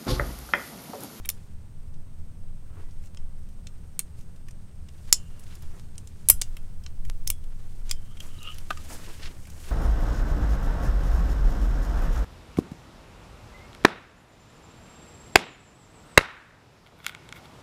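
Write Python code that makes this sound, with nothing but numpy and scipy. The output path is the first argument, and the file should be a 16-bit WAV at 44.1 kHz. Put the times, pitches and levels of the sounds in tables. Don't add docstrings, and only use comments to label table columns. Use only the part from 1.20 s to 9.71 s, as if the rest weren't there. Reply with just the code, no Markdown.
import sys
import numpy as np
from scipy import signal
from scipy.fft import rfft, irfft, next_fast_len
from scipy.io import wavfile
from scipy.ndimage import uniform_filter1d

SR = 44100
rng = np.random.default_rng(int(sys.argv[2]) if len(sys.argv) > 2 else 0)


def voltage_ratio(level):
    return 10 ** (np.asarray(level, float) / 20)


def waveform_to_disk(signal):
    frames = np.transpose(np.atleast_2d(signal))
    scaled = np.clip(frames, -1, 1) * 32767
    samples = np.round(scaled).astype(np.int16)
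    wavfile.write(sys.argv[1], SR, samples)


N = 375291


def evened(x):
    return x / np.sqrt(np.mean(x ** 2) + 1e-20)


def read(points, hz):
    f, value = np.transpose(points)
    return np.interp(np.log(hz + 1), np.log(f + 1), value)


def along(rows):
    s, *columns = np.transpose(rows)
    return [np.interp(np.arange(N) / SR, s, c) for c in columns]


def coloured(x, points):
    size = next_fast_len(len(x))
    gain = voltage_ratio(read(points, np.fft.rfftfreq(size, 1 / SR)))
    return evened(irfft(rfft(x, size) * gain, size)[:len(x)])


def resonate(x, hz, width):
    turn = np.exp(2j * np.pi * np.cumsum(hz * np.ones(len(x))) / SR)
    r = np.exp(-np.pi * width / SR)
    return 2 * (turn * signal.lfilter([1 - r], [1, -r], x / turn)).real


def grains(per_s, spread_db):
    size = voltage_ratio(spread_db * np.minimum(rng.exponential(1, N), 4))
    sign = rng.choice([-1., 1.], N)
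    return size * sign * (rng.random(N) < per_s / SR)


def blows():
    # start_s, peak_db (4.5-9 kHz), clank_db (2-4.5 kHz) and fizz_db (over 9 kHz), both relative
    # to the peak, ring_hz (modes near it ring most)
    blow_rows = [(0.05, -47, 12.5, -4, 3350), (0.056, -42, 4, 13.5, 2150), (0.0906, -14.5, -10, 7.5, 13400),
                 (0.1, -31.5, 3.5, 13.5, 4040), (0.739, -54, -5, -8, 6100), (1.709, -51, -9, -12, 6130),
                 (1.838, -54, -3, -4, 7500), (1.8579, -49, -11, -11, 8460), (1.87, -52, -5, -4, 6200),
                 (1.972, -37.5, -3.5, -26, 3100), (2.288, -56, -3, -1, 6100),
                 (2.47, -33.5, -4.5, -18, 6640), (2.7923, -15, -11.5, 1.5, 8800),
                 (2.8003, -38.5, 4, -1, 7060), (2.989, -53, -8, -7, 8510), (3.01, -51, -8, -2, 6500),
                 (3.1604, -54.5, -4, -1, 6200), (3.2847, -42, -1.5, -6, 2370), (3.309, -42, -14, -12, 7890),
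                 (3.686, -45.5, -2.5, -8.5, 2740), (3.9266, 5.5, -20.5, -6.5, 6750),
                 (4.1947, -47, -9, 1.5, 10500), (4.206, -54, -8, 3, 10900), (4.2376, -44, -18, -8, 7800),
                 (4.3526, -43.5, -10, 3, 6140), (4.423, -48, -6, 4, 6000), (4.754, -50, -3, -8.5, 5260),
                 (4.7804, -28.5, -14.5, -14, 8730), (4.8736, -35.5, -14, -11.5, 8550),
                 (5.0868, -11, -14.5, 9.5, 10350), (5.0975, -15, -5, -5, 10700),
                 (5.0994, -3.5, -11, 14, 10960), (5.2146, -13.5, -18, -9, 8430),
                 (5.2181, -14.5, -9.5, -5, 5670), (5.3685, -38, 2, 2, 3160),
                 (5.6374, -45, -9.5, -5.5, 3170), (5.6632, -33.5, -1.5, -22.5, 5370),
                 (5.8505, -44.5, -1, -2.5, 2260), (6.071, -39, 3.5, -10, 6500),
                 (6.075, -15.5, -17.5, -2, 6600), (6.102, -12, -10.5, 3.5, 12400),
                 (6.2393, -54, -1, 2, 3740), (6.6945, -28, -13.5, -29.5, 7020), (6.702, -37.5, 0, -7, 3130),
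                 (6.712, -12.5, -9.5, -7.5, 3230), (6.97, -51, 7, -2, 3050), (7.0036, -32, -5, -3, 3060),
                 (7.2298, -38, -12, 0, 7100), (7.344, -41.5, -11, 1, 6000), (7.3838, -38.5, 1, 4, 5160),
                 (7.501, -49, 5.5, -4, 2800), (7.505, -34, 8, -9, 1240), (7.508, -33, 6, -4.5, 1400),
                 (7.529, -45, 0, -7, 2800), (7.5736, -35.5, -1.5, -13, 2320), (7.707, -46.5, 2, -7.5, 2100),
                 (8.253, -46, 1, -8, 2280), (8.27, -48, -1.5, 0, 2400), (8.301, -42.5, -18, -2, 7000)]
    # pitch_hz, level_db (relative, before each band is scaled), t60_s (60 dB fall)
    steel_modes = [(500, -10, .01), (750, -10, .01), (1200, -8, .018), (1500, -8, .014), (1900, -7, .01),
                   (2300, -6, .008), (2750, -6, .008), (3150, -6, .01), (3650, -4, .007), (4300, -2, .006),
                   (5150, -2, .006), (5600, -3, .005), (6200, 0, .006), (7000, -1, .005), (7600, -2, .005),
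                   (8400, -2, .005), (9000, -2, .004), (9500, -3, .004), (10100, -2, .004),
                   (10700, 0, .006), (11400, -2, .004), (12100, -2, .004), (12700, -3, .004),
                   (13400, -3, .004), (14200, -4, .004), (15200, -4, .004)]
    band_limits = [300, 2000, 4500, 9000, 16000]
    hard_rattle_s, soft_rattle_s = .0025, .006
    soft_db, soft_span_db = -44, 2.5
    push_s = 0.00047

    t, out = np.arange(SR // 10) / SR, np.zeros(N + SR)
    hz, db, t60 = (c[:, None] for c in np.transpose(steel_modes))
    rings = voltage_ratio(db - 60 * t / t60) * np.sin(2 * np.pi * hz * t)
    band = np.searchsorted(band_limits, hz[:, 0]) - 1
    sieves = [signal.butter(2, band_limits[k:k + 2], "band", fs=SR, output="sos") for k in range(4)]

    for s, peak_db, clank_db, fizz_db, ring_hz in blow_rows:
        at = round(s * SR)
        handle = ring_hz < band_limits[1]
        knock_db = clank_db - 12.5 + 20 * handle
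        soft = 1 / (1 + np.exp((peak_db - soft_db) / soft_span_db))
        length = hard_rattle_s + (soft_rattle_s - hard_rattle_s) * soft

        chance = rng.standard_normal((3, 512))
        fade = 1 / (1 + (t[:512] / length) ** 3)
        contacts = (np.sign(chance[0]) + .4 * chance[0]) * (chance[1] > 1.35)
        contacts[0] = 2.0
        rattle = (contacts + 0.15 * chance[0]) * fade

        distance = np.log(hz[:, 0] / ring_hz) / 0.29
        near_db = (20.0 + 19.0 * handle) * np.exp(-distance ** 2)
        reach = voltage_ratio(near_db + 0.58 * chance[2, :len(hz)])

        push = (1 - t / push_s) * np.exp(-t / push_s)
        out[at:at + len(t)] += voltage_ratio(2 * peak_db - 32.5) * push

        for k, level_db in enumerate([knock_db, clank_db, 0, fizz_db]):
            body = (reach * (band == k)) @ rings
            body[0] += 4.0
            sound = signal.sosfilt(sieves[k], signal.fftconvolve(body, rattle)[:len(t)])
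            sign = (-1) ** k
            out[at:at + len(t)] += sign * voltage_ratio(peak_db + level_db) * sound / abs(sound).max()
    return out[:N]


def creak():
    # peak_s, level_db, rise_s, low_ring_db (relative to level_db), upper_ring_hz
    squeaks = [(6.918, -59.5, .1, -5, 3080), (7.007, -32, 0.0093, -28.5, 3150), (7.15, -62, 0.28, -1, 2980),
               (7.24, -56, 0.11, -3, 2790), (7.281, -36, 0.077, -11.5, 2940),
               (7.324, -46.5, 0.035, -15, 2880)]
    t = np.arange(N) / SR
    s, level_db, rise, low_db, hz = np.transpose(squeaks)[:, :, None]
    away = np.maximum((s - t) / rise, (t - s) / (0.87 * rise))
    swell = voltage_ratio(level_db - 29.5 * away)
    slips = evened(grains(1000, 2.1))
    moving_hz = np.interp(t, s[:, 0], hz[:, 0])
    upper = evened(resonate(resonate(slips, moving_hz, 230), moving_hz, 580))
    lower = evened(resonate(resonate(slips, 1240, 100), 1280, 231))
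    return swell.sum(0) * upper + (voltage_ratio(low_db) * swell).sum(0) * lower


def pings():
    # start_s, pitch_hz, level_db (before build-up and wavering), t60_s (60 dB fall)
    tones = [(.091, 7160, -50, 0.16), (1.62, 1970, -66, 0.59), (3.928, 2810, -58, 1),
             (3.93, 3050, -51, 0.4), (3.96, 7040, -64, 0.6), (5.1, 1420, -45.5, 0.2),
             (5.098, 3240, -53.5, 0.35), (5.22, 2820, -47.5, 0.12), (6.102, 3350, -58, 0.31),
             (6.711, 3120, -53.5, 0.33), (6.712, 3320, -24, 0.028), (7.187, 3870, -43.5, 0.027),
             (7.229, 3820, -46, 0.027), (7.571, 1236, -40, 0.1)]
    t, out = np.arange(SR // 2) / SR, np.zeros(N + SR)
    for s, hz, db, t60 in tones:
        at = round(s * SR)
        build_up = 1 - np.exp(-t / (0.033 * t60))
        out[at:at + len(t)] += voltage_ratio(db - 60 * t / t60) * build_up * np.sin(2 * np.pi * hz * t)
    wavering = evened(uniform_filter1d(rng.standard_normal(N), size=500))
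    return out[:N] * voltage_ratio(4.6 * wavering)


def ticks():
    # centre_s, level_db, sign (push or pull)
    tick_rows = [(5.8993, -17, -1), (1.9478, -33, 1), (4.5976, -31, 1)]
    out, pulse = np.zeros(N), np.hanning(6)
    for s, db, sign in tick_rows:
        out[round(s * SR) - 2:][:6] += sign * voltage_ratio(db) * pulse
    return out


def echoes(x):
    # pitch_hz, t60_s (60 dB fall)
    decay = [(300, .05), (2000, .07), (5000, 0.074), (10000, 0.078), (16000, 0.023)]
    out, turn = np.zeros(N), np.arange(N) / SR * 1.6
    for k in range(3):
        taps = np.zeros(SR // 2)
        at = np.arange(120, len(taps) - 20, 12)
        taps[at + rng.integers(0, 12, len(at))] = rng.choice([-1., 1.], len(at))
        hz, t, z = signal.stft(taps, SR, nperseg=128)
        fall_db = -60 * t / read(decay, hz)[:, None]
        dying = voltage_ratio(fall_db) + voltage_ratio(0.46 * fall_db - 15.0)
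        tail = signal.istft(z * dying, SR, nperseg=128)[1]
        share = np.sqrt(2 / 3) * np.cos(np.pi * (turn + k / 3))
        out += signal.fftconvolve(x * share, tail / np.linalg.norm(tail))[:N]
    return out


def rustle():
    # time_s, level_db (of the dull layer)
    busy = [(0, -65.5), (.15, -63.5), (.35, -70), (1.4, -71), (1.7, -68.5), (2.1, -69.5), (2.9, -68.5),
            (3.6, -69), (3.9, -62), (4.1, -64.5), (4.55, -61), (4.7, -66), (5.1, -64), (5.9, -70),
            (6.45, -65), (6.85, -64.5), (7.1, -61), (7.5, -60), (7.65, -54.5), (7.95, -55), (8.15, -59),
            (8.27, -61), (8.51, -52)]
    # peak_s, half_length_s, desk_db, paper_db, skin_db
    stroke_rows = [(1.545, .08, -61, -85, -87), (1.617, 0.064, -58, -68, -69), (1.848, .05, -74, -72, -68),
                   (3.002, 0.059, -71, -71, -65), (3.887, 0.028, -63, -58, -63.5),
                   (4.309, 0.078, -67.5, -59, -64), (6.686, .05, -65, -59, -62.5),
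                   (7.047, .05, -54.5, -56.5, -54), (7.3, 0.3, -82.5, -62, -60),
                   (7.73, 0.054, -48, -55, -45.5), (7.862, 0.12, -54, -54.5, -66),
                   (8.053, 0.044, -54, -42, -65), (8.113, 0.018, -54, -51, -66.5)]
    # pitch_hz, level_db (per Hz)
    rub_colour = [(120, -41), (250, -0.5), (700, -8.5), (1500, -11), (3000, -23.5), (8000, -61.5)]
    brush_colour = [(500, -26.5), (1500, -9.5), (3000, -8.5), (5000, -13), (8000, -23.5), (16000, -54.5)]
    hiss_colour = [(2000, -35.5), (5000, -10), (7000, -7.5), (11000, -11), (15500, -18.5), (16000, -33)]
    meet_db = -51.5

    out, t = np.zeros(N), np.arange(N) / SR
    busy_db = along(busy)[0] - meet_db
    s, half, *stroke_db = np.transpose(stroke_rows)[:, :, None]
    strokes = np.exp(-2 * ((t - s) / half) ** 2)
    # gain on busy_db, clump_db, snaps per second, colour
    layers = [(1, 2.6, 2000, rub_colour), (1.3, 2.4, 4000, brush_colour), (1.2, 1.5, 9000, hiss_colour)]
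    for (gain, clump_db, per_s, colour), db in zip(layers, stroke_db):
        level = np.hypot(voltage_ratio(meet_db + gain * busy_db), (voltage_ratio(db) * strokes).sum(0))
        clumps = voltage_ratio(clump_db * evened(uniform_filter1d(rng.standard_normal(N), size=700)))
        out += level * coloured(clumps * grains(per_s, 0.83), colour)
    return out


def thumps():
    # peak_s, half_length_s, level_db
    swells = [(1.487, 0.13, -47.5), (5.131, .08, -36), (5.882, 0.047, -35.5), (6.092, 0.054, -38),
              (6.743, 0.074, -43), (8.043, .1, -46)]
    # pitch_hz, level_db (per Hz)
    thump_colour = [(12, -20.5), (25, -2.5), (40, 6), (70, -2), (150, -12.5), (400, -51.5)]
    s, half, db = np.transpose(swells)[:, :, None]
    swell = voltage_ratio(db) * np.exp(-2 * ((np.arange(N) / SR - s) / half) ** 2)
    return swell.sum(0) * coloured(rng.standard_normal(N), thump_colour)


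def room_tone():
    # pitch_hz, level_db (per Hz)
    hum_colour = [(21, -35), (38, -26), (52, -11), (75, -1), (103, -9.5), (180, -16), (301, -31.5),
                  (443, -33.5), (840, -40.5), (2010, -49.5), (8010, -57.5), (15500, -64.5), (16000, -93.5)]
    sway_colour = [(1, -19.5), (3, 8), (12, 16.5), (22, 6.5), (32, -6), (45, -61)]
    # time_s, level_db (rms)
    sway_level = [(0, -30.5), (.15, -34), (1.8, -33), (2.3, -33), (3.5, -35.5), (4.5, -32.5), (5.03, -40),
                  (5.14, -21), (5.6, -29), (5.95, -22), (6.4, -30.5), (6.75, -25.5), (7.0, -36),
                  (8.51, -33.5)]
    whine_level = [(0, -75), (3, -73), (6.5, -74), (7.2, -72), (8.51, -71.5)]
    hum_db, whine_hz = -45, 8500

    hum_noise, sway_noise = rng.standard_normal((2, N))
    hum = voltage_ratio(hum_db) * coloured(hum_noise, hum_colour)
    sway = voltage_ratio(along(sway_level)[0]) * coloured(sway_noise, sway_colour)
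    tone = np.sqrt(2) * np.sin(2 * np.pi * whine_hz * np.arange(N) / SR)
    return hum + sway + voltage_ratio(along(whine_level)[0]) * tone


def scene():
    punch = blows() + creak()
    near = punch + voltage_ratio(-15) * echoes(punch) + pings() + ticks()
    background = rustle() + thumps() + room_tone()
    return (near + background)[None]


def roll_off(x):
    return signal.sosfilt(signal.butter(12, 16390, fs=SR, output="sos"), x)


def record(dry):
    mix = np.clip(dry, -1, 1)
    return roll_off(mix)


dry = scene()
out = record(dry)
waveform_to_disk(out)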